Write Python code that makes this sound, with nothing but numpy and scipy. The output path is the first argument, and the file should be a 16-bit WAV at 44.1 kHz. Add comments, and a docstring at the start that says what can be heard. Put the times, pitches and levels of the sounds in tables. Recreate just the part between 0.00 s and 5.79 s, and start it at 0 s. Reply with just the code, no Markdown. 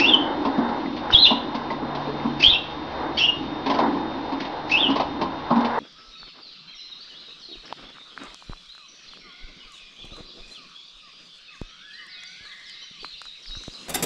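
"""A small finch calls five times in a bare, hard-walled room: two gliding whistle voices with raspy air.
Dull knocks ring two modal bodies, among short handling ticks and fine crackle.
Underneath, a boomy distant traffic rumble of shaped noise swells, a motor hum comes and goes,
and a cheap camera whines faintly, adds low bumps of input overload on some loud notes,
rounds the loudest peaks and cuts the treble."""
import sys
import numpy as np
from scipy import signal
from scipy.fft import rfft, irfft
from scipy.io import wavfile
from scipy.ndimage import uniform_filter1d

SR = 44100
rng = np.random.default_rng(int(sys.argv[2]) if len(sys.argv) > 2 else 0)


def int16_out(signal):
    """Quantize to a 16-bit WAV file."""
    q = np.round(np.clip(np.atleast_2d(signal).T, -1, 1) * 32767)
    wavfile.write(sys.argv[1], SR, q.astype(np.int16))


def magnitude_from_level(level_db):
    """Linear magnitude for a level in decibels (20 dB per decade)."""
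    exponent = np.asarray(level_db, float) / 20
    return 10 ** exponent


N = 255334
T = np.arange(N) / SR

# Main whistle, one sub-table per call: time_s, pitch_hz, level_db
CALLS = [
    [(0, 2560, -23), (.05, 2763, -16), (.066, 3200, -23.5), (.088, 3600, -20.5), (.115, 3290, -19),
     (.126, 3191, -24.5), (.134, 3124, -14.5), (.146, 2994, -10.5), (.156, 2990, -38)],
    [(1.126, 3600, -37), (1.136, 3750, -11.5), (1.145, 3755, -17), (1.15, 3350, -3), (1.17, 3320, -17.5),
     (1.19, 3850, -11.5), (1.208, 4100, -22), (1.236, 4050, -14.5), (1.254, 3480, -10), (1.285, 3100, -28)],
    [(2.405, 2586, -26), (2.424, 2710, -30.5), (2.43, 2528, -19.5), (2.437, 2520, -14.5),
     (2.44, 3140, -8.5), (2.454, 3200, -10), (2.474, 3430, -10.5), (2.498, 3500, -13), (2.506, 3830, -14.5),
     (2.531, 3406, -14.5), (2.545, 3150, -24), (2.558, 3100, -32.5)],
    [(3.168, 3000, -42.5), (3.177, 3100, -20.5), (3.192, 3330, -21.5), (3.206, 3284, -32),
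     (3.214, 2943, -19), (3.232, 3080, -25), (3.256, 3350, -25.5), (3.272, 3280, -30), (3.286, 2873, -20.5),
     (3.3, 2850, -19.5), (3.312, 2950, -48)],
    [(4.705, 2400, -47.5), (4.728, 2620, -16.5), (4.76, 2620, -20), (4.8, 3550, -25), (4.82, 3492, -18.5),
     (4.84, 3100, -23), (4.858, 2900, -25.5), (4.885, 2900, -26.5), (4.9, 2900, -51)],
]
# Notes of the second, lower voice of the syrinx:
# start_s, length_s, from_hz, to_hz, level_db, octave_start_db
LOW_NOTES = [(0, 0.11, 2660, 2900, -26, -26.5), (1.12, 0.029, 2900, 3000, -25, -52),
             (1.249, 0.043, 2700, 3000, -20.5, -42), (2.395, .022, 2186, 2262, -39, -28),
             (2.425, 0.07, 2350, 2030, -49.5, -24.5), (2.527, 0.043, 2650, 2800, -26, -38),
             (3.167, .02, 2097, 2400, -35.5, -32), (3.188, .09, 2750, 2847, -23.5, -22.5),
             (4.691, 0.0237, 1998, 2362, -37.5, -45), (4.709, .08, 2650, 2606, -27, -33.5)]
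# Air bursts where the voices set in: start_s, hold_s, level_db
RASP_BURSTS = [(0, 0.031, -27), (1.117, .015, -29), (1.258, 0.014, -31), (2.411, 0.019, -22),
               (3.183, .02, -28), (4.708, 0.022, -27.5)]
# Rasp spectrum: freq_hz, density_db_per_hz
RASP_SPECTRUM = [(1500, -14), (2200, -6), (3200, -7), (4500, -7), (5500, -3.5), (7500, -2)]
# Knocks: start_s, mid_peak_db, boom_rel_db, clack_rel_db, boom_tilt_db_per_octave
KNOCK_EVENTS = [(0.135, -19.5, 6.5, -28, 5), (0.449, -15, 3, -9.5, 8.5), (0.574, -19, 8.5, -11, -2.5),
                (0.686, -18, -6.5, -14, -1.5), (0.849, -31, 14.5, -14.5, -4), (0.963, -29, -2.5, 2, -3),
                (1.304, -10.5, -2.5, -9.5, -2.5), (1.545, -18.5, -2, -5, -8.5), (1.703, -16.5, -19, -10, 7),
                (1.818, -22.5, 3, -25, -3), (1.946, -21.5, -12, -4, 4), (2.069, -33.5, 13.5, -12.5, 14),
                (2.245, -20.5, 7, -26.5, -8), (3.66, -14.5, -4, -3.5, 7), (3.697, -10.5, -4.5, -6.5, 10),
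                (3.739, -24, 3.5, 5.5, -2), (3.785, -5.5, -29, -10, -4), (3.83, -16, -27, -13, -9),
                (3.947, -21.5, 4.5, -16, -1.5), (4.319, -21.5, 3.5, -4.5, 7), (4.4, -32, 12, 12.5, -1),
                (4.448, -25, -30, 0, 1.5), (4.88, -20, 6.5, -8.5, -5), (4.899, -16.5, -3, -5.5, -12),
                (4.955, -14, -27.5, -4, -4.5), (4.996, -9, -23.5, -7.5, 2), (5.211, -12, -6, -8, 9),
                (5.252, -24, 0.5, -29, 2), (5.503, -7.5, -2.5, -17.5, -24.5),
                (5.556, -16.5, 5.5, -12, -30.5), (5.603, -16, -7, -10, 4.5), (5.645, -18.5, -3, 2.5, 9)]
# Low modes of the struck body: freq_hz, level_db, t60_s
LOW_MODES = [(220, -16, 0.067), (236.6, 0, 0.24), (274.4, 4.5, .25), (313, 0, 0.24), (422.8, -4, 0.14)]
# Middle modes of the struck body: freq_hz, level_db, t60_s
MID_MODES = [(666, -2, 0.098), (720, -9.5, 0.14), (823.8, 2, 0.083), (924.3, 0.5, 0.1), (990, 1, 0.13),
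             (1050, -8.5, 0.16)]
# Clack and crackle spectrum: freq_hz, density_db_per_hz
CLACK_SPECTRUM = [(1100, -8), (1600, 4), (2500, 3), (4000, 1), (5500, 0), (7500, -2)]
# Short handling ticks: start_s, level_db, freq_hz, t60_s
TICK_EVENTS = [(.69, -32, 2050, 0.019), (.86, -29, 2030, 0.043), (1.104, -11, 1475, 0.011),
               (1.704, -23.5, 2010, 0.039), (2.2, -28, 2100, .03)]
# Distant traffic rumble levels: time_s, boom_db, rustle_db
RUMBLE_LEVELS = [(0.0, -28.5, -26.5), (0.33, -31.5, -30), (0.6, -25, -27), (0.89, -38, -35.5),
                 (1.08, -34.5, -32), (1.35, -32, -32), (2.45, -34.5, -33.5), (2.709, -44.5, -33.5),
                 (3.05, -30, -30.5), (3.3, -38, -34.5), (3.63, -36, -33), (3.84, -28, -22),
                 (3.949, -31.5, -32.5), (4.66, -37.5, -33.5), (4.82, -35.5, -28), (5.22, -32.5, -33.5),
                 (5.53, -35, -31), (5.79, -33, -23.5)]
# Rumble boom spectrum: freq_hz, density_db_per_hz
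BOOM_SPECTRUM = [(120, -23), (200, -12.5), (235, -6.5), (270, -1.5), (315, 1.5), (360, -4), (450, -20.5)]
# Rumble rustle spectrum: freq_hz, density_db_per_hz
RUSTLE_SPECTRUM = [(300, -13), (500, -2.5), (650, -5), (820, 1), (1000, -2), (1200, -9.5), (1600, -12),
                   (2200, -19)]
# Hiss spectrum: freq_hz, density_db_per_hz
HISS_SPECTRUM = [(1000, 5), (1500, -17.5), (2200, -4.5), (3200, -3.5), (4500, -8.5), (6000, -7.5),
                 (7500, -10)]
# Deep bed spectrum: freq_hz, density_db_per_hz
DEEP_SPECTRUM = [(8.8, -59), (15, -27.5), (71, -9), (124, -15.5), (140, -13), (188, -18.5), (220, -6.5),
                 (290, -22), (480, -120)]
# Hum level: time_s, level_db
HUM_LEVELS = [(0, -51), (1.0, -53.5), (1.16, -41), (1.301, -53), (1.97, -38.5), (2.43, -39.5),
              (2.55, -47.5), (3.0, -49.5), (3.739, -45), (3.951, -51), (5.79, -48.5)]
# Whine tones: freq_hz, level_db
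WHINE_TONES = [(3661, -47.5), (4113, -55.5)]
# Low one-sided bumps of input overload on loud notes of the second and third calls: start_s, peak_db
OVERLOAD_BUMPS = [(1.143, -13), (2.461, -25.5), (2.481, -18), (2.527, -25.5)]
# Input treble response: freq_hz, gain_db
INPUT_RESPONSE = [(1, -0.5), (4600, -1), (5500, -9), (6200, -19.5), (6800, -32), (7300, -51.5)]

OCTAVE_REL_DB, FLUTTER_DB, HALO_REL_DB = -22, 2, -5
WAVER_RATIO, LOW_WAVER_RATIO = 0.011, 0.018
LOW_EDGE_S, LOW_OCTAVE_FALL_DB_PER_S = 0.007, 219
RASP_RISE_DB_PER_S, RASP_FALL_DB_PER_S, RASP_FLICKER_DB = 797.5, 349, 4.6
AIR_REL_DB = -30.5  # sustained rasp relative to the whistle
ROOM_T60_S, NEAR_T60_S, NEAR_REL_DB, FIRST_ECHO_S = 0.38, 0.032, 7, 0.0038
FINCH_ROOM_DB, KNOCK_ROOM_DB = -4, -5
KNOCK_RISE_S, KNOCK_CONTACT_S, GRIT_DB = 0.005, 0.013, 4
CRACKLE_MIN_DB, CRACKLE_SPREAD_DB, CRACKLE_DECAY_S = -58, 10, 0.0078
HISS_DB, DEEP_DB = -43.5, -44
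HUM_HZ = 145.6
BUMP_S = 0.0021
CEILING, OFFSET = 0.72, -0.0018  # fractions of full scale


def unit(x):
    """Scale to unit rms."""
    return x / np.sqrt(np.mean(x ** 2))


def colour(x, points):
    """Filter by (freq_hz, db) points; -60 dB outside them."""
    hz, db = np.transpose(points)
    log_hz = np.log(np.arange(len(x) // 2 + 1) * SR / len(x) + 1)
    gain_db = np.interp(log_hz, np.log(hz), db, left=-60, right=-60)
    return irfft(rfft(x) * magnitude_from_level(gain_db), len(x))


def noise(points):
    """Unit-rms Gaussian noise with the given spectrum."""
    return unit(colour(rng.standard_normal(N), points))


def walk(rate_hz):
    """Random levels held 1 / rate_hz and slewed twice; unit rms."""
    k = int(SR / rate_hz)
    held = rng.standard_normal(N // 64)[np.arange(N) // k]
    return unit(uniform_filter1d(uniform_filter1d(held, k), k))


def sine(hz):
    """Unit-rms sine from integrated frequency."""
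    return np.sqrt(2) * np.sin(2 * np.pi * np.cumsum(hz + 0 * T) / SR)


def room(x, wet_db):
    """Direct sound plus dense reflections: near surfaces die fast, the whole room slowly."""
    t = T[:SR]
    decay = magnitude_from_level(-60 * t / ROOM_T60_S) + magnitude_from_level(NEAR_REL_DB - 60 * t / NEAR_T60_S)
    tail = rng.standard_normal(SR) * decay * (t > FIRST_ECHO_S)
    return x + magnitude_from_level(wet_db) * signal.fftconvolve(x, tail / np.linalg.norm(tail))[:N]


def finch():
    """Two syrinx voices sound together, with air rasping as they set in; all ring in the room."""
    on, hz, db = call_contours(CALLS)
    hz = hz * (1 + WAVER_RATIO * walk(300))
    whistle = on * (voice(hz, db) + voice(2 * hz, db + OCTAVE_REL_DB))
    return room(whistle + rasp(on, db) + low_voice(), FINCH_ROOM_DB)


def call_contours(calls):
    """Join calls into a soft gate, open only inside them, and full-length pitch and level."""
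    s, *columns = np.transpose(np.concatenate(calls))
    on = sum(1. * (T >= call[0][0]) * (T <= call[-1][0]) for call in calls)
    return uniform_filter1d(on, size=300), *(np.interp(T, s, c) for c in columns)


def voice(hz, db):
    """A whistle whose folds beat unevenly: a noisy halo spreads around the pure line."""
    flutter = magnitude_from_level(FLUTTER_DB * walk(150))
    halo = magnitude_from_level(HALO_REL_DB) * walk(650)
    return magnitude_from_level(db) * sine(hz) * (flutter + halo)


def rasp(on, whistle_db):
    """Flickering shaped air noise: bursts at voice onsets plus a part following the whistle."""
    bursts = 0
    for s, hold_s, held_db in RASP_BURSTS:
        rise_db = RASP_RISE_DB_PER_S * (s - T).clip(0)
        fall_db = RASP_FALL_DB_PER_S * (T - s - hold_s).clip(0)
        bursts = bursts + magnitude_from_level(held_db - rise_db - fall_db)
    air = on * magnitude_from_level(whistle_db + AIR_REL_DB)
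    return (bursts + air) * magnitude_from_level(RASP_FLICKER_DB * walk(200)) * noise(RASP_SPECTRUM)


def low_voice():
    """Each note glides straight with soft edges; its octave decays away from the start."""
    hz, gain, octave = np.zeros((3, N))
    for s, length_s, from_hz, to_hz, db, octave_db in LOW_NOTES:
        t = T - s
        edge = np.clip(np.minimum(t, length_s - t) / LOW_EDGE_S, 0, 1) ** 2
        # overlapping notes add their frequencies
        hz += (edge > 0) * (from_hz + (to_hz - from_hz) * t / length_s)
        gain += edge * magnitude_from_level(db)
        octave += edge * magnitude_from_level(octave_db - LOW_OCTAVE_FALL_DB_PER_S * np.abs(t))
    hz = hz * (1 + LOW_WAVER_RATIO * walk(300))
    return gain * voice(hz, 0) + octave * voice(2 * hz, 0)


def ring(modes):
    """Response of a struck body: decaying sines."""
    t = T[:SR // 4]
    return sum(magnitude_from_level(db - 60 * t / t60_s) * np.sin(2 * np.pi * hz * t) for hz, db, t60_s in modes)


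def knocks():
    """A ragged push rings a low and a middle body and clacks on top; ticks ring one mode each."""
    t = T[:SR // 8]
    out = np.zeros(N + SR)
    mid = ring(MID_MODES)
    fade = np.exp(-t / KNOCK_CONTACT_S) * (1 - np.exp(-t / KNOCK_RISE_S))
    for s, db, boom_db, clack_db, tilt_db in KNOCK_EVENTS:
        rag = rng.standard_normal(len(t))
        low = ring([(hz, mode_db + tilt_db * np.log2(hz / LOW_MODES[0][0]), t60_s)
                    for hz, mode_db, t60_s in LOW_MODES])
        # loud samples stand out further: separate crackles instead of smooth hiss
        gritty = rag * magnitude_from_level(GRIT_DB * np.abs(rag))
        # a soft contact carries little treble into the bodies
        push = uniform_filter1d(rag, size=16) * fade
        parts = ((signal.fftconvolve(push, mid), 0),
                 (signal.fftconvolve(push, low), boom_db),
                 (fade * colour(gritty, CLACK_SPECTRUM), clack_db))
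        for part, part_db in parts:
            out[int(s * SR):][:len(part)] += magnitude_from_level(db + part_db) * part / np.abs(part).max()
    for s, db, hz, t60_s in TICK_EVENTS:
        out[int(s * SR):][:SR // 4] += ring([(hz, db, t60_s)])
    # the bodies are too small to radiate deep bass
    highpass = signal.butter(4, 190, "high", fs=SR, output="sos")
    return room(signal.sosfilt(highpass, out[:N]), KNOCK_ROOM_DB)


def crackle():
    """Small scattered scratches of claws and husks, a dozen a second: decaying noise bursts."""
    when, size = rng.random((70, 2)).T
    bursts = np.zeros(N)
    bursts[(when * N).astype(int)] = magnitude_from_level(CRACKLE_MIN_DB + CRACKLE_SPREAD_DB * size)
    decay = np.exp(-T[:SR // 20] / CRACKLE_DECAY_S)
    return signal.fftconvolve(bursts, decay)[:N] * noise(CLACK_SPECTRUM)


def rumble():
    """Boom and rustle noise swell separately over hiss and a deep bed; all four levels flicker."""
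    s, *columns = np.transpose(RUMBLE_LEVELS)
    boom_db, rustle_db = (np.interp(T, s, c) for c in columns)
    boom = magnitude_from_level(boom_db + 4.26 * walk(9.1)) * noise(BOOM_SPECTRUM)
    rustle = magnitude_from_level(rustle_db + 1.43 * walk(12)) * noise(RUSTLE_SPECTRUM)
    hiss = magnitude_from_level(HISS_DB + 1.0 * walk(13)) * noise(HISS_SPECTRUM)
    deep = magnitude_from_level(DEEP_DB + 1.6 * walk(6.6)) * noise(DEEP_SPECTRUM)
    return boom + rustle + hiss + deep


def hum():
    """A low motor tone that swells and fades, its pitch drifting slightly."""
    s, db = np.transpose(HUM_LEVELS)
    return magnitude_from_level(np.interp(T, s, db)) * sine(HUM_HZ * (1 + 0.005 * walk(3.7)))


def whine():
    """Thin tones of the camera's electronics, wavering slightly in level and pitch."""
    return sum(magnitude_from_level(db + 2.0 * walk(30)) * sine(hz * (1 + 0.0011 * walk(40))) for hz, db in WHINE_TONES)


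def overload_bumps():
    """Input overload on loud notes, as low one-sided Gaussian bumps at listed times."""
    return sum(magnitude_from_level(db) * np.exp(-((T - s - BUMP_S) / BUMP_S) ** 2) for s, db in OVERLOAD_BUMPS)


def scene():
    """Sum all layers into one channel."""
    return (finch() + knocks() + crackle() + rumble() + hum() + whine() + overload_bumps())[None]


def low_pass(x):
    """Removes everything above the highest recorded frequency."""
    return signal.sosfilt(signal.butter(12, 7090, fs=SR, output="sos"), x)


def record(dry):
    """The input stage rounds loud peaks and sits slightly off zero; the treble rolls off steeply."""
    squashed = dry[0] / (1 + (dry[0] / CEILING) ** 4) ** (1 / 4)
    # mirrored ends avoid wrap-around in the filter
    padded = np.pad(squashed, SR // 10, "reflect")
    rolled = colour(padded, INPUT_RESPONSE)[SR // 10:][:N]
    return low_pass(rolled[None] + OFFSET)


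dry = scene()
out = record(dry)
int16_out(out)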